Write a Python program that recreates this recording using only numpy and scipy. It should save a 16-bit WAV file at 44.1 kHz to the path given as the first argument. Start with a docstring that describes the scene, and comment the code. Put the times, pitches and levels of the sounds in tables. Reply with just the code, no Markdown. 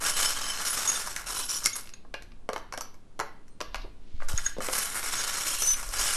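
"""Small metal charms are stirred and shaken in a container, close by, in a quiet room.
From 0 s quick tosses jangle the heap (many ticked, ringing modes) and clatter on the wall (filtered contacts).
Loose charms ring out (tapped decaying sines); knocks (thud, clack, tick, one bounce) go on through the lull.
From 4.3 s a second spell of tosses follows, with wafts of air and soft bumps as it begins.
Throughout: low buffeting of the microphone, quiet room air and weak reflections; soft noise swells from 3.8 s."""
import sys
import numpy as np
from scipy import signal
from scipy.fft import rfft, irfft
from scipy.io import wavfile
from scipy.ndimage import uniform_filter1d

SR = 44100
rng = np.random.default_rng(int(sys.argv[2]) if len(sys.argv) > 2 else 0)


def store_wav(level_fs):
    """Save 16-bit WAV to argv[1]."""
    pcm = np.round(np.clip(np.atleast_2d(level_fs), -1, 1) * 32767)
    wavfile.write(sys.argv[1], SR, pcm.T.astype(np.int16))


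N = 271656
TIME_S = np.arange(N) / SR

# spectrum of the room air: f/Hz, relative density/dB
AIR_SPECTRUM = [(41, -30), (70, -3.5), (129, -7), (277, -8), (323, -10), (546, -18.5), (1200, -24.5),
                (1980, -31), (10400, -39.5), (12200, -57.5), (13000, -46)]
# spectrum of the low buffeting: f/Hz, relative density/dB
RUMBLE_SPECTRUM = [(2, -18), (8, 11), (15, -22.5), (30, -11.5), (60, -29.5), (120, -39.5), (250, -75)]
# air wafted at the microphone by the moving hand: middle t/s, spread t/s, level before the buffeting trim/dB
WAFTS = [(.25, 0.34, -39), (3.88, 0.19, -38.5), (4.29, 0.11, -24), (4.55, 0.21, -39), (5.1, 0.21, -42.5),
         (5.9, 0.39, -38.5)]
# soft handling bumps: t/s, peak level/dB, f/Hz
BUMPS = [(4.142, -30, 50.2), (4.338, -20.5, 67), (4.586, -30.5, 218)]
# decay of the room: f/Hz, t60/s
ROOM_DECAY = [(200, .4), (1200, 0.41), (4000, 0.47), (8000, 0.14), (13000, 0.4)]
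# soft broad noise swells; the last is a long mid-high hiss under the second spell:
# middle t/s, spread t/s, level/dB, centre f/Hz, half width/octaves
SWELLS = [(3.858, 0.021, -47.5, 460, 0.66), (3.795, .06, -55, 4300, .27), (4.2, 0.18, -64, 2980, 0.61),
          (4.24, .025, -56, 5500, .7), (5.1, 0.45, -47, 3300, 0.45)]
# modes of the container: mean f/Hz, mean relative level/dB, t60/s
CONTAINER_MODES = [(440, -11.5, .05), (620, 4, 0.024), (755, 1.5, 0.021), (942, -10, 0.09),
                   (1100, -3, 0.099), (1229, -2.5, 0.067), (1407, 12.5, 0.013), (1645, 6, 0.027),
                   (1897, 5.5, 0.0094), (2226, 5.5, .03), (2844, -10, 0.033), (4300, -15.5, .025)]
# blows of charms on the container, levels before trims:
# t/s, thud level/dB, thud centre f/Hz, clack level/dB, metal tick level/dB
KNOCKS = [(1.073, -30.5, 1159, -49, -30), (1.163, -29.5, 1870, -31.5, -27), (1.642, -52, 1110, -50, -26),
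          (1.659, -23, 1860, -22, -12.5), (1.673, -46, 1360, -37, -32), (1.756, -41, 1200, -46, -32),
          (1.857, -56, 850, -52, -51), (1.873, -66, 1340, -43.5, -54.5), (1.892, -60, 1038, -45.5, -45),
          (1.937, -56, 1220, -42, -57), (2.049, -48, 496, -73, -81), (2.141, -30.5, 840, -31.5, -45),
          (2.223, -56, 840, -44.5, -48), (2.319, -60, 570, -51, -76), (2.49, -21.5, 620, -34, -39.5),
          (2.532, -29.5, 810, -38, -37.5), (2.5613, -26.5, 704, -33, -42), (2.579, -36.5, 990, -49.5, -45),
          (2.7243, -31.5, 1040, -37, -37), (2.738, -30, 1093, -41, -38), (2.776, -31.5, 810, -37, -32),
          (2.809, -32, 980, -40, -30.5), (2.943, -53, 910, -63, -55), (3.1923, -30, 700, -35, -38),
          (3.1995, -22.5, 864, -29.5, -31.5), (3.209, -26, 1000, -54, -50), (3.481, -72.5, 373, -57, -56),
          (3.605, -32, 900, -34.5, -38), (3.6125, -28.5, 706, -29.5, -35),
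          (3.745, -26.5, 1120, -29.5, -40.5), (3.757, -42, 1300, -34, -43), (3.845, -39.5, 446, -58, -72.5),
          (4.203, -38, 1206, -50, -63), (4.221, -33, 1020, -53, -60), (4.287, -48, 1100, -44, -32.5),
          (4.331, -40.5, 570, -63, -39), (4.383, -29.5, 1810, -37, -40), (4.462, -26.5, 1750, -58, -39),
          (4.567, -35.5, 570, -62, -65), (4.584, -27.5, 361, -50, -46), (4.605, -28.5, 940, -43, -41),
          (4.686, -25, 670, -30.5, -46), (5.029, -38, 1400, -33, -48), (5.621, -31, 710, -53, -21.5),
          (5.742, -40.5, 1295, -32, -50), (5.829, -34, 1100, -41, -35), (5.89, -42, 750, -59, -34),
          (5.994, -34.5, 1090, -35, -39)]
# width of the thuds, broadest near 750 Hz, narrow for the highest: centre f/Hz, half width/octaves
THUD_WIDTHS = [(400, 0.66), (750, 0.97), (1100, .68), (1400, .65), (1700, .22)]
# colour of the wall's clack: f/Hz, gain/dB
CLACK_SPECTRUM = [(900, -12.5), (2000, 0.5), (2700, 2.5), (3400, -4.5), (4400, -3.5), (5200, -5.5),
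                  (7500, -31)]
# colour of the metal tick: f/Hz, gain/dB
TICK_SPECTRUM = [(2500, -38.5), (4500, -8.5), (5600, 5.5), (7000, -0.5), (8500, -5.5), (10500, -6.5),
                 (12500, -9)]
# modes of the charms that ring clearly, by charm: f/Hz, relative level/dB, t60/s
CHARM_MODES = { "disc": [(3640, -15, 0.1), (6618, 1, 0.09), (7040, -16, .05), (8780, -22, 0.25),
               (10100, -16, .2)], "heart": [(1625, -6.5, 0.04), (3615, -12, 0.067), (6612, 14, 0.026),
               (8796, -16, 0.071), (9400, -14, 0.13), (10030, -28, .2)], "plate": [(6075, 8, 0.16),
               (8048, -24, .3), (8775, -22, .16), (10300, -23, 0.21), (10900, -12.5, 0.24)],
               "bar": [(3070, -2, 0.032), (5288, -7, 0.15), (6400, -23, .12), (7873, -11, .12),
               (9290, -13, .07), (10271, -9, 0.092)], "pendant": [(5440, -2, .07), (5840, 2, .05),
               (5620, 1, 0.028), (6880, -19.5, 0.072), (7065, -4, 0.09), (10265, -6, .1)],
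               "bead": [(8140, -2, 0.2), (10250, 16.5, .1)], "star": [(10011, -8, 0.14),
               (11140, -4.5, .08)], "key": [(3600, -2.5, 0.038), (6560, -2, .04), (8785, -3, 0.09)],
               "hoop": [(4570, -2, .24), (5900, 0, .26), (10950, 0, .12), (11800, 0, .1)],
               "coin": [(2430, 9, 0.094), (2550, 6.5, 0.16), (2770, 7, 0.12), (2800, 9, 0.12)],
               "pin": [(4160, -3, .5), (6191, -9, .15), (8667, 0, .15)], }
# charms that swing free and chatter: t/s, charm, level before trim/dB, chatter length/s
RINGS = [(0.073, "bead", -35, 0.032), (0.124, "bar", -34.5, 0.044), (.212, "bar", -25.5, 0.053),
         (.285, "bar", -33.5, .025), (.42, "bar", -31, 0.085), (0.657, "pendant", -32, 0.023),
         (0.682, "bead", -30, 0.025), (0.876, "disc", -23.5, .002), (0.889, "disc", -24.5, .03),
         (.953, "key", -32.5, .015), (1.37, "bead", -34, .02), (1.452, "star", -37, .01),
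         (1.494, "pendant", -29, 0.017), (1.529, "pendant", -31, 0.048), (1.636, "pendant", -29, 0.022),
         (1.658, "pendant", -32, 0.0038), (1.732, "disc", -33.5, .002), (1.755, "star", -36.5, 0.012),
         (1.938, "heart", -44.5, 0.0018), (2.14, "coin", -41.5, .008), (2.811, "hoop", -44, .004),
         (3.486, "pin", -69, .04), (3.748, "coin", -54, 0.006), (4.377, "heart", -27, .01),
         (4.453, "disc", -34, 0.0069), (4.463, "heart", -23, 0.0082), (4.815, "star", -37, .02),
         (5.164, "disc", -31.5, 0.041), (5.338, "bead", -40, .003), (5.594, "bead", -36, 0.0087),
         (5.599, "plate", -27, 0.036), (5.673, "plate", -21.5, 0.042)]
# colour of the heap's jangle: f/Hz, gain/dB
JANGLE_SPECTRUM = [(1290, -58), (2200, -14), (2730, -8.5), (2980, -4), (3390, -10), (4590, -9),
                   (5450, -1.5), (6140, -5.5), (8770, -8.5), (10200, -8.5), (10800, -9.5), (12400, -15.5),
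                   (13000, -29)]
# colour of the wall's clatter at grip factor 1: f/Hz, gain/dB
WALL_SPECTRUM = [(100, -11), (250, -10), (450, -7), (750, -4), (1150, 1), (1800, 3.5), (2400, -3),
                 (3500, -14.5), (6000, -7)]
# grip on the container: from t/s, factor on the frequencies of the clatter's colour
GRIPS = [(0, 1), (1.24, 0.85), (4.55, 1.1)]
# flicks of the wrist tossing the heap: start t/s, tumble length/s,
# jangle level/dB, clatter level/dB, top treble relative to the jangle before trim/dB
TOSSES = [(0.0, 0.055, -39.5, -34.5, -1.5), (0.029, 0.063, -28, -30, -2.5),
          (0.155, 0.098, -27.5, -30.5, -2.5), (.277, 0.038, -31.5, -34, -3), (0.351, .26, -37, -36.5, -14),
          (.595, 0.032, -37, -33, -1.5), (.636, .07, -32, -36, -0.5), (.72, 0.27, -33, -34, -2.5),
          (0.996, .125, -41, -40.5, -3), (1.152, 0.064, -49, -41.5, -7), (1.258, 0.14, -36.5, -37.5, 0.5),
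          (1.345, 0.093, -36.5, -43.5, -1), (1.477, 0.097, -35, -42, -0.5), (1.61, 0.05, -46, -42.5, -4),
          (1.748, 0.017, -38, -40.5, 5), (4.279, 0.028, -41, -37, -5), (4.35, .13, -44, -48.5, -4.5),
          (4.605, 0.17, -39.5, -37, -0.5), (4.717, .11, -30.5, -34.5, 1.5), (4.832, 0.12, -39.5, -40, 7),
          (4.937, 0.044, -35.5, -33, 11), (5.025, .075, -35, -35.5, 2), (5.115, 0.24, -33.5, -34, -5.5),
          (5.353, .11, -34, -36.5, -1.5), (5.453, 0.091, -30.5, -37, 0), (5.576, 0.14, -31, -39.5, 3.5),
          (5.748, 0.054, -42, -39, 3), (5.813, .11, -44, -46.5, 3), (5.918, .06, -34, -35, -4),
          (5.979, 0.21, -29, -32.5, -2)]


def amp(db):
    """Decibels to gain."""
    return 10 ** (np.asarray(db) / 20)


def evened(x):
    """Scales to rms 1."""
    return x / np.sqrt(np.mean(x ** 2) + 1e-20)


def steadied(x, size=2600):
    """Scales to a running rms of about 1, keeping the fast detail."""
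    power = uniform_filter1d(uniform_filter1d(x ** 2, size), size // 2)
    return x / np.sqrt(abs(power) + 1e-12)


def peak_rms(x, size):
    """Rms of the loudest stretch of size samples."""
    return np.sqrt(uniform_filter1d(x ** 2, size, mode="constant").max())


def read(points, hz):
    """Interpolates a table on a log-frequency axis."""
    f, value = np.transpose(points)
    return np.interp(np.log(hz + 1), np.log(f + 1), value)


def bell(centre_hz, half_octaves, floor_db, top_hz):
    """Spectrum of one broad band, 3 dB down at the half width."""
    grid_hz = np.geomspace(50, top_hz, 40)
    fall_db = 3 * (np.log2(grid_hz / centre_hz) / half_octaves) ** 2
    return np.c_[grid_hz, np.maximum(-fall_db, floor_db)]


def add(mix, t_s, sound):
    """Mixes a sound in at a time."""
    part = mix[max(round(t_s * SR), 0):][:len(sound)]
    part += sound[:len(part)]


def coloured(x, points, size=2048):
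    """Minimum-phase (causal) filter with the given spectrum."""
    gain_db = np.maximum(read(points, abs(np.fft.fftfreq(size, 1 / SR))), -100)
    log_gain = np.log(amp(gain_db))
    taps = np.fft.ifft(np.exp(np.conj(signal.hilbert(log_gain)))).real
    return signal.fftconvolve(x, taps)[:len(x)]


def noise(points):
    """Steady Gaussian noise with the given spectrum, rms 1."""
    gain = amp(read(points, np.fft.rfftfreq(N, 1 / SR)))
    return evened(irfft(rfft(rng.standard_normal(N)) * gain, N))


def ringing(modes, size=16000):
    """Dying sines: the answer of a body to one blow."""
    t = np.arange(size) / SR
    return sum(amp(db - 60 * t / max(t60_s, .003)) * np.sin(2 * np.pi * hz * t) for hz, db, t60_s in modes)


def in_container(x, ring_db, pitch_spread=0.041, place_db=3):
    """A blow plus container ringing; mode pitches and levels vary with where it lands."""
    modes = [(hz * rng.normal(1, pitch_spread), db + place_db * rng.standard_normal(), t60_s)
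             for hz, db, t60_s in CONTAINER_MODES]
    ring = ringing(modes, size=5000)
    return x + amp(ring_db) * signal.fftconvolve(x, ring / np.linalg.norm(ring))[:len(x)]


def collisions(per_s=2600, spread_db=1.5, clump_db=2, clump_hz=80):
    """Random contacts of either sign, their force rising in little avalanches; a few are hard."""
    lowpass = signal.butter(2, clump_hz, fs=SR, output="sos")
    clumps = evened(signal.sosfilt(lowpass, rng.standard_normal(N)))
    hardness = np.minimum(rng.exponential(1, N), 4)
    force = amp(spread_db * hardness + clump_db * clumps)
    return force * rng.choice([-1, 1], N) * (rng.random(N) < per_s / SR)


def room_air(level_db=-58.5):
    """Steady quiet air of the room, as shaped noise."""
    return amp(level_db) * noise(AIR_SPECTRUM)


def buffeting(draught_db=-47, trim_db=5):
    """A steady draught and a few wafts of air rumble on the microphone; their powers add."""
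    power = amp(draught_db) ** 2
    for middle_s, spread_s, db in WAFTS:
        power = power + (amp(db) * np.exp(-((TIME_S - middle_s) / spread_s) ** 2)) ** 2
    return amp(trim_db) * np.sqrt(power) * steadied(noise(RUMBLE_SPECTRUM), size=12000)


def handling_bumps(damping=3.9):
    """Soft bumps: low sines that swell and die, faster at higher pitch."""
    out, t = np.zeros(N), np.arange(SR // 4) / SR
    for t_s, db, hz in BUMPS:
        bump = np.sin(2 * np.pi * hz * t) * t * np.exp(-damping * hz * t)
        add(out, t_s, amp(db) * bump / abs(bump).max())
    return out


def room(x, build_s=0.0018, density=.12, count=3):
    """Dense weak reflections, decaying per band; their pattern shifts as the container moves."""
    out, t_tail = np.zeros(N), np.arange(SR) / SR
    for k in range(count):
        taps = rng.standard_normal(SR) * (rng.random(SR) < density)
        taps *= 1 - np.exp(-t_tail / build_s)
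        hz, t, bands = signal.stft(taps, SR, nperseg=256)
        decay = amp(-60 * t / read(ROOM_DECAY, hz)[:, None])
        tail = signal.istft(bands * decay, SR, nperseg=256)[1]
        share = np.cos(np.pi * (TIME_S + k / count)) * np.sqrt(2 / count)
        out += signal.fftconvolve(x * share, tail / np.linalg.norm(tail))[:N]
    return out


def noise_swells():
    """Each swell is a soft rise and fall of fine random grains in one broad band."""
    out = np.zeros(N)
    for middle_s, spread_s, db, hz, half_octaves in SWELLS:
        grains = evened(coloured(collisions(), bell(hz, half_octaves, floor_db=-60, top_hz=13000)))
        out += amp(db) * grains * np.exp(-((TIME_S - middle_s) / spread_s) ** 2)
    return out


def contact(scrape_db, scrape_s, size=8000):
    """One sharp blow with a brief decaying skitter of noise."""
    skitter = rng.standard_normal(size) * np.exp(-np.arange(size) / SR / scrape_s)
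    return signal.unit_impulse(size) + amp(scrape_db) * skitter / np.linalg.norm(skitter)


def knocks(trims_db=(-1, -1, 0), bounce_db=(-9, -18.5, -7.5), bounce_s=.0088, ring_db=-12, wall_hz=2400):
    """Container thud and clack plus charm tick (levels in that order), then one weaker bounce, its clack weakest."""
    out = np.zeros(N)
    wall_lowpass = signal.butter(3, wall_hz, fs=SR, output="sos")
    for t_s, thud_db, hz, clack_db, tick_db in KNOCKS:
        thud_spectrum = bell(hz, max(read(THUD_WIDTHS, hz), .2), floor_db=-40, top_hz=12000)
        blow_db = np.array([thud_db, clack_db, tick_db]) + trims_db
        for at_s, levels_db in (t_s, blow_db), (t_s + bounce_s, blow_db + bounce_db):
            thud = coloured(in_container(contact(scrape_db=14.5, scrape_s=0.0036), ring_db), thud_spectrum)
            thud = signal.sosfilt(wall_lowpass, thud)
            clack = coloured(in_container(contact(scrape_db=21.5, scrape_s=0.0024), ring_db), CLACK_SPECTRUM)
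            tick = coloured(contact(scrape_db=14, scrape_s=0.0021), TICK_SPECTRUM)
            for part, db in zip((thud, clack, tick), levels_db):
                add(out, at_s, amp(db) * part / peak_rms(part, size=88))
    return out


def free_charms(chatter_per_s=420, trim_db=-1, first_tap=0.96):
    """A loose charm gets random taps that tend to grow harder, and rings on when they stop."""
    out = np.zeros(N)
    for t_s, charm, db, length_s in RINGS:
        taps = np.zeros(SR // 4)
        when, force = rng.random(40), rng.standard_normal(40)  # when: fraction of the chatter
        number = int(np.clip(length_s * chatter_per_s, 0, 40))
        places = (when * np.clip(length_s, 0, .24) * SR).astype(int)
        taps[places[:number]] = (force * np.sqrt(when))[:number]
        taps[0] = first_tap
        ring = signal.fftconvolve(taps, ringing(CHARM_MODES[charm]))
        add(out, t_s, amp(db + trim_db) * ring / peak_rms(ring, size=600))
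    return out


def heap(hits, count=76, damped_t60_s=0.03, tick_db=-3, surfacing_db=5, turnover_hz=7):
    """Each contact ticks and rings one of many charms; they surface and sink as the heap turns over."""
    owner, rings = rng.integers(0, count, N), np.zeros(N)
    for k in range(count):
        pitch, hold = rng.random((2, 3))  # three modes a charm
        t60_s = damped_t60_s * 2 ** (2 * hold - 1)
        modes = zip(2200 + 10400 * pitch, rng.normal(0, 3, 3), t60_s)
        mine = owner == k
        exposure = np.clip(rng.standard_normal(200), -2, 2)
        exposed = np.interp(TIME_S[mine] * turnover_hz, np.arange(200), exposure)
        own_hits = np.zeros(N)
        own_hits[mine] = hits[mine] * amp(surfacing_db * exposed)
        rings += signal.oaconvolve(own_hits, ringing(modes, size=4000))[:N]
    return evened(rings) + amp(tick_db) * evened(hits)


def tumble(start_s, length_s, rise_s=0.016, sag_db_per_s=8.5, settle_db_per_s=211):
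    """Power of one toss: a quick lift, a sagging tumble, then a faster settling."""
    t = np.maximum(TIME_S - start_s, 0)
    fall_db = sag_db_per_s * t + settle_db_per_s * np.maximum(t - length_s, 0)
    return (np.minimum(t / rise_s, 1) * amp(-np.minimum(fall_db, 200))) ** 2


def wall_clatter(hits, wall_share=0.78, ring_db=-15):
    """Most contacts also strike the wall, whose colour shifts with the grip; level steadied."""
    wall_hits = in_container(hits * (rng.random(N) < wall_share), ring_db)
    wall = np.zeros(N)
    for from_s, factor in GRIPS:
        spectrum = [(hz * factor, db) for hz, db in WALL_SPECTRUM]
        wall = np.where(TIME_S >= from_s, steadied(coloured(wall_hits, spectrum)), wall)
    return wall


def shaking(top_trim_db=4.5, top_hz=8500):
    """Each toss swells the heap's jangle and the wall's clatter, with its own share of top treble."""
    hits = collisions()
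    metal = coloured(heap(hits), JANGLE_SPECTRUM)
    top = signal.sosfiltfilt(signal.butter(3, top_hz, "high", fs=SR, output="sos"), metal)

    powers = np.array([tumble(start_s, length_s) for start_s, length_s, *_ in TOSSES])
    jangle_db, clatter_db, bright_db = np.transpose(TOSSES)[2:]
    # overlapping tosses add in power
    jangle_gain, clatter_gain, top_gain = (
        np.sqrt(amp(db) ** 2 @ powers) + 1e-12 for db in (jangle_db, clatter_db, jangle_db + bright_db))

    charms = steadied(metal - top + amp(top_trim_db) * top_gain / jangle_gain * top)
    return jangle_gain * charms + clatter_gain * wall_clatter(hits)


def scene(jangle_room_db=-11, knock_room_db=-7):
    """Charms, knocks and noise swells with their reflections, over air and handling noise."""
    background = room_air() + buffeting() + handling_bumps()
    blows = knocks()
    jangle = noise_swells() + free_charms() + shaking()
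    wet = room(amp(jangle_room_db) * jangle + amp(knock_room_db) * blows)
    return (background + wet + blows + jangle)[None]


def record(dry, edge_hz=12680):
    """The recorder's band limit: a steep linear-phase low-pass."""
    taps = signal.firwin(401, edge_hz, window=("kaiser", 8), fs=SR)
    return signal.oaconvolve(dry, taps[None], "same")


dry = scene()
out = record(dry)
store_wav(out)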